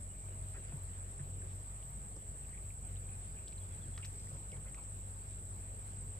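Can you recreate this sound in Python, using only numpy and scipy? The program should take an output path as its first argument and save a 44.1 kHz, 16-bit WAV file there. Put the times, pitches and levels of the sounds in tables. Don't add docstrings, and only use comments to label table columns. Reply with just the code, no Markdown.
import sys
import numpy as np
from scipy import signal
from scipy.fft import rfft, irfft, next_fast_len
from scipy.io import wavfile
from scipy.ndimage import uniform_filter1d, map_coordinates

SR = 44100
rng = np.random.default_rng(int(sys.argv[2]) if len(sys.argv) > 2 else 0)


def pcm_store(signal):
    levels = np.round(np.clip(np.atleast_2d(signal), -1, 1) * 32767)
    wavfile.write(sys.argv[1], SR, levels.astype(np.int16).T)


N = 272979
FAR_LEAD_S = 0.00035


def insects():
    # body pitch in Hz, band width in Hz, starting level in dB,
    # left minus right in dB, clicks per second, swells per second.
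    singers = [(7360, 420, -67.5, -4.5, 110, 8.5), (7764, 375, -56.5, -2, 140, 11),
               (8093, 290, -54, 0, 100, 10), (8463, 370, -65, 9.5, 110, 8.6),
               (9170, 510, -85, 15.5, 16, 12)]
    growth_db_per_s = 0.0649
    out, t = 0, np.arange(N) / SR
    for hz, width, db, pan_db, clicks, swells in singers:
        beat = 2 * np.pi * np.cumsum(clicks * (1 + 0.0507 * wobble(5))) / SR
        swell = 1 + 0.14 * np.sin(2 * np.pi * swells * t + 1.73 * wobble(2.7))
        pulsing = (1 + 0.17 * np.sin(beat)) * swell
        shared, apart = rng.standard_normal(N), rng.standard_normal((2, N))
        song = unit(resonate(pulsing * (0.21 * shared + apart), hz, width))
        out = out + amp(db + pan_db / 2 * np.array([[1], [-1]])) * song
    return out * amp(growth_db_per_s * t)


def engine():
    # time in seconds, firings per second,
    # boost of the second tone in dB.
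    idle = [(0, 46, -2.5), (.1, 47.23, -6), (.36, 47.7, 3.5), (.7, 47.7, -8), (.79, 45.54, -0.5),
            (1.17, 46.5, -4), (1.27, 46.5, -1.5), (1.5, 46.33, -0.5), (1.78, 49.8, -2), (2.3, 49.1, -4),
            (2.48, 49.35, -29), (2.68, 48.46, 3.5), (2.79, 49.1, -3.5), (2.9, 46.2, 2), (3.1, 46.7, -1.5),
            (3.36, 48.1, -2.5), (3.49, 48.66, -12), (3.6, 45.97, -1.5), (4.58, 48.9, -1), (4.78, 49.3, -15),
            (4.88, 49.05, 1), (5.1, 47.8, -1.5), (6.19, 48.55, -1.5)]
    rate, boost_db = uniform_filter1d(curves(idle), size=SR // 18, axis=1)
    pipe = np.abs(resonance(2 * rate, centre_hz=91.4, width_hz=8.3))
    phase = 2 * np.pi * np.cumsum(rate + 0.38 * wobble(6.4)) / SR
    throb = 1 + 0.38 * np.sin(phase / 6.3 + 1.8 * wobble(2.7))
    first = amp(-51.5 + 0.49 * wobble(3.2)) * throb * np.sin(phase)
    second = pipe * amp(-46.5 + boost_db + 1.6 * wobble(16)) * np.sin(2 * phase + 0.19 * wobble(22))
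    fourth = amp(-74.0 + 0.91 * wobble(2.3)) * np.sin(4 * phase + 0.85 * wobble(9.9))
    return left_first(np.sqrt(2) * (first + second + fourth), FAR_LEAD_S)


def knock(out, start, db, hz, width, lead_ms):
    t, onset = np.arange(SR // 3) / SR, 32
    blow = rng.standard_normal(len(t)) * 0.055 * min(1, hz / 3000) * amp(-60 * t / 0.06)
    blow[:onset] = 0
    blow[onset] = -1
    ring = resonate(blow, hz, width)
    add(out, start - onset / SR, amp(db) * left_first(ring / np.abs(ring).max(), lead_ms / 1000))


def rod():
    # start in seconds, peak level in dB.
    thuds = [(0.734, -38.5), (1.199, -40), (4.324, -45), (4.545, -47)]
    # start in seconds, peak level in dB, pitch in Hz, band width in Hz.
    ticks = [(1.42, -47, 1630, 300.3), (1.827, -54, 3110, 792), (2.165, -53, 5530, 1504),
             (2.449, -58, 2530, 498), (2.577, -52.5, 2360, 500), (2.705, -50, 2370, 589.4),
             (2.958, -54, 2892, 905), (2.968, -53, 3750, 496.6), (3.090, -54, 2473, 602.6),
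             (3.476, -50.5, 3240, 550), (3.4813, -44.5, 3720, 1700), (3.4828, -54, 5140, 1300),
             (3.484, -62, 2800, 500), (3.524, -52, 3904, 1618), (3.527, -52.5, 2470, 600),
             (3.580, -56.5, 4045, 350), (3.9784, -34.5, 2158, 4593), (3.9793, -48, 1510, 900),
             (4.027, -53, 2850, 400), (4.034, -53, 2520, 280.4), (4.0475, -42, 3970, 2990),
             (4.049, -50, 2400, 900), (4.051, -40, 5200, 5000), (4.051, -47, 10500, 3000),
             (4.0488, -50.5, 1690, 898), (4.057, -39.5, 6500, 3500), (4.11, -61, 6006, 4000),
             (4.162, -59, 6134, 2502), (4.2, -69, 1951, 400), (4.271, -57, 1925, 348.4),
             (4.318, -51, 568, 250.5), (4.5185, -50.5, 2892, 900), (4.519, -56, 5030, 900),
             (4.567, -57, 3300, 1200), (4.683, -60, 3100, 600), (4.7, -59, 4935, 1500),
             (4.7455, -47, 2240, 904), (4.7455, -49, 5500, 3000), (4.772, -58, 2530, 400),
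             (4.782, -58, 4200, 2000), (4.836, -53, 5540, 2500), (4.838, -63, 3000, 600)]
    # time in seconds, left side's lead in ms.
    rod_side = [(3.2, 0.36), (3.4, 0.031)]
    out = np.zeros((2, N))
    for start, db in thuds:
        knock(out, start, db, hz=138, width=29.4, lead_ms=0.4)
    for start, db, hz, width in ticks:
        knock(out, start, db, hz, width, lead_ms=np.interp(start, *np.transpose(rod_side)))
    return out


def snaps():
    # start in seconds, peak level in dB midway between the two sides.
    bursts = [(0.2505, -64), (0.8292, -59), (1.556, -65), (1.9025, -56), (2.428, -64), (4.052, -59)]
    out, t = np.zeros((2, N)), np.arange(SR // 3) / SR
    for start, db in bursts:
        snap = resonate(rng.standard_normal(len(t)) * amp(-60 * t / 0.08), hz=13200, width=3000)
        add(out, start, amp(db) * snap / np.abs(snap).max() * amp([[2.5], [-2.5]]))
    return out


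def rustles_and_hiss():
    # start in seconds, level at its loudest in dB, pitch in Hz, band width in Hz,
    # seconds to fade by 60 dB. The row at 10900 Hz is the hiss.
    bursts = [(.12, -77, 2340, 301, 0.55), (0.538, -59, 1750, 1500, 0.18), (.57, -61, 382, 200, 0.14),
              (.59, -69, 2090, 1600, 0.68), (.72, -54.5, 508.5, 600, 0.032), (.73, -68, 1490, 300, .06),
              (.63, -75, 2880, 500, 0.28), (.92, -69, 2004, 2009, 0.28), (1.189, -62.5, 1656, 1000, 0.098),
              (1.428, -61.5, 381, 200, 0.09), (2.16, -53.5, 345, 398.5, 0.051),
              (2.52, -63.5, 2048, 700, 0.22), (3.1, -68, 2480, 500, 0.3), (3.36, -64.5, 2490, 900, 0.19),
              (3.978, -61.5, 1479, 900, 0.14), (4.022, -56, 2550, 1112, 0.16),
              (4.046, -61, 3950, 6010, 0.1), (4.06, -70, 5800, 5000, 0.26), (4.15, -71, 5006, 4947, 0.81),
              (4.05, -72, 10900, 6040, 0.24), (4.32, -63, 543, 354, 0.26), (4.52, -60, 2200, 501.4, 0.12),
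              (4.515, -57, 501, 249, .16), (4.528, -66.5, 910, 1500, 0.31), (4.56, -70, 1100, 703, 0.15),
              (4.64, -66.5, 1300, 1207, 0.23), (4.66, -63, 509, 397.7, 0.098), (4.7, -74, 1500, 1800, 0.44),
              (4.66, -63.5, 2160, 900, 0.14), (4.768, -61, 990, 600, .16), (4.771, -64.5, 2400, 500, 0.14)]
    out, t = np.zeros((2, N)), np.arange(SR // 3) / SR
    for start, db, hz, width, fade_s in bursts:
        grains = rng.standard_normal(len(t)) * amp(4.8 * rng.standard_normal(len(t)))
        rise_s = 0.038 * fade_s
        shape = (1 - np.exp(-t / rise_s)) ** 2 * amp(-60 * t / fade_s)
        burst = unit(resonate(grains, hz, width, passes=3) * shape) / unit(shape).max()
        add(out, start, amp(db) * left_first(burst, lead_s=0.00011))
    return out


def spray():
    start_s, length_s, drops_per_s = 4.07, 0.35, 500
    progress = np.clip((np.arange(N) / SR - start_s) / length_s, 0, 1)
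    drops = rng.standard_normal((2, N)) * (rng.random((2, N)) < drops_per_s / SR)
    patter = unit(resonate(drops, hz=5530, width=7000))
    return amp(-71) * patter * np.sqrt(np.abs(np.sin(np.pi * progress)))


def bird():
    # start in seconds, length in seconds, first pitch in Hz, level in dB,
    # slide in Hz per second, flutter common to both sides in dB.
    calls = [(0.097, 0.042, 2890, -73, 200, 0), (.13, 0.21, 2350, -79, -300, 4),
             (0.292, .065, 2880, -75.5, 600, 1.5), (.36, .05, 2770, -81, -1500, -1),
             (.635, 0.08, 2860, -78, 200, 0), (.698, .035, 2600, -70, -1500, 0),
             (3.249, .13, 4243, -79, 9500, 3), (3.497, 0.026, 3450, -77, -1500, 2),
             (3.605, .027, 3430, -69, -6000, 1.2), (3.71, .043, 3420, -72, -4500, 4),
             (3.811, 0.043, 3522, -69, -6500, 4), (3.936, 0.032, 3390, -68, -900, 5),
             (5.148, 0.16, 3744, -82, 11000, 5)]
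    out = np.zeros((2, N))
    for start, length, hz, db, slide, flutter_db in calls:
        progress = np.linspace(0, 1, round(length * SR))
        jitter = rng.standard_normal((4, len(progress)))
        hoarse, shared, *apart = uniform_filter1d(jitter, size=SR // 250, axis=1)
        pitch = hz + slide * length * progress + 25 * unit(hoarse)
        flutter = amp(flutter_db * unit(shared) + 2.2 * unit(np.array(apart)))
        soft_ends = np.abs(np.sin(np.pi * progress)) ** 0.17
        add(out, start, amp(db) * soft_ends * tone(pitch) * flutter)
    return out


def hums():
    # pitch in Hz, level in dB, pitch waver in Hz, level waver in dB, drift in dB per second.
    tones = [(78, -62, 5.03, 4, 0), (134.5, -65, 1.05, 3, 0), (631, -74.5, 2.97, 3, -0.82),
             (386.7, -79.5, 5.05, 3, 0)]
    out, t = 0, np.arange(N) / SR
    for hz, db, waver_hz, waver_db, drift in tones:
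        out = out + amp(db + drift * t + waver_db * wobble(4.2)) * tone(hz + waver_hz * wobble(8))
    return left_first(np.sqrt(2) * out, FAR_LEAD_S)


def air():
    # frequency in Hz, relative level in dB.
    rumble_colour = [(20, -27), (34, -28), (44, -2), (62, -2), (80, -3.5), (115, -4.5), (160, -7.5),
                     (220, -12.5), (260, -18.5), (500, -18), (800, -26.5), (1300, -58)]
    leaf_colour = [(300, -8), (700, 9.5), (1200, 8), (2400, 2), (4000, -3), (6300, -7), (9300, -7),
                   (10200, -15), (11000, -54), ]
    fizz_colour = [(10000, -65), (11000, -16), (11800, -1.5), (14500, -0.5)]
    # time in seconds, level in dB.
    leaf_levels = [(0, -64.5), (.8, -63.5), (1.8, -65), (3.2, -64), (4.5, -63.5), (5.2, -64.5),
                   (6.19, -63.5)]
    rumble = amp(-55 + 1.15 * wobble(6)) * rush(rumble_colour, patchy_db=1.0)
    sparks = rng.random(N) * (rng.random(N) < 30 / SR)
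    flare = SR // 250
    ticking = 1 + 0.47 * uniform_filter1d(sparks, size=flare) * flare
    leaves = amp(curves(leaf_levels)[0] + 1.04 * wobble(8.6)) * rush(leaf_colour, patchy_db=1.6)
    fizz = amp(-69.5 + 0.8 * wobble(23)) * ticking * rush(fizz_colour, patchy_db=2.1)
    return rumble + leaves + fizz * amp([[1.3], [-1.3]])


def rush(colour, patchy_db):
    # frequency in Hz, how alike the two sides are from 0 to 1.
    likeness = [(60, 0.99), (200, 0.95), (400, 0.79), (700, 0.89), (1400, 0.55), (2500, 0.085),
                (4000, 0.012), (14000, 0.064)]

    def mid_and_side(hz):
        angle = np.arccos(along(likeness, hz)) / 2
        return amp(along(colour, hz)) * [np.cos(angle), np.sin(angle)]

    grid = signal.stft(rng.standard_normal((2, N)), nperseg=512)[2]
    patches = uniform_filter1d(uniform_filter1d(rng.standard_normal(grid.shape[1:]), 6, 0), 8, 1)
    noise = signal.istft(grid * amp(patchy_db * unit(patches)), nperseg=512)[1][:, :N]
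    mid, side = filtered(noise, mid_and_side)
    return left_first(unit(np.array([mid + side, mid - side])), FAR_LEAD_S)


def amp(db):
    return 10 ** (np.asarray(db) / 20)


def unit(x):
    return x / np.sqrt(np.mean(x ** 2) + 1e-20)


def tone(hz):
    return np.sin(2 * np.pi * np.cumsum(hz) / SR)


def along(points, hz):
    freqs, values = np.transpose(points)
    return np.interp(np.log(hz + 1), np.log(freqs + 1), values)


def curves(rows):
    times, *columns = np.transpose(rows)
    return [np.interp(np.arange(N) / SR, times, column) for column in columns]


def wobble(rate):
    return map_coordinates(rng.standard_normal(int(N * 40 / SR)), [np.arange(N) * rate / SR])


def filtered(x, response):
    size = next_fast_len(x.shape[-1] + 4096)
    return irfft(rfft(x, size) * response(np.fft.rfftfreq(size, 1 / SR)), size)[..., :x.shape[-1]]


def resonance(hz, centre_hz, width_hz):
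    return 1j * hz * width_hz / (centre_hz ** 2 - hz * hz + 1j * hz * width_hz)


def resonate(x, hz, width, passes=2):
    return filtered(x, lambda f: resonance(f, hz, width) ** passes)


def left_first(x, lead_s):
    pair = x * np.ones((2, 1))
    return filtered(pair, lambda hz: np.exp(1j * np.pi * hz * lead_s * np.array([[1], [-1]])))


def add(out, start_s, sound):
    start = round(start_s * SR)
    out[:, start:start + sound.shape[1]] += sound


def scene():
    far = insects() + (engine() + hums() + air()) * amp([[.15], [-.15]])
    return far + rod() + snaps() + rustles_and_hiss() + bird() + spray()


def record(dry):
    top_hz, offset = 14500, -.0006
    return filtered(dry, lambda hz: hz < top_hz) + offset


dry = scene()
out = record(dry)
pcm_store(out)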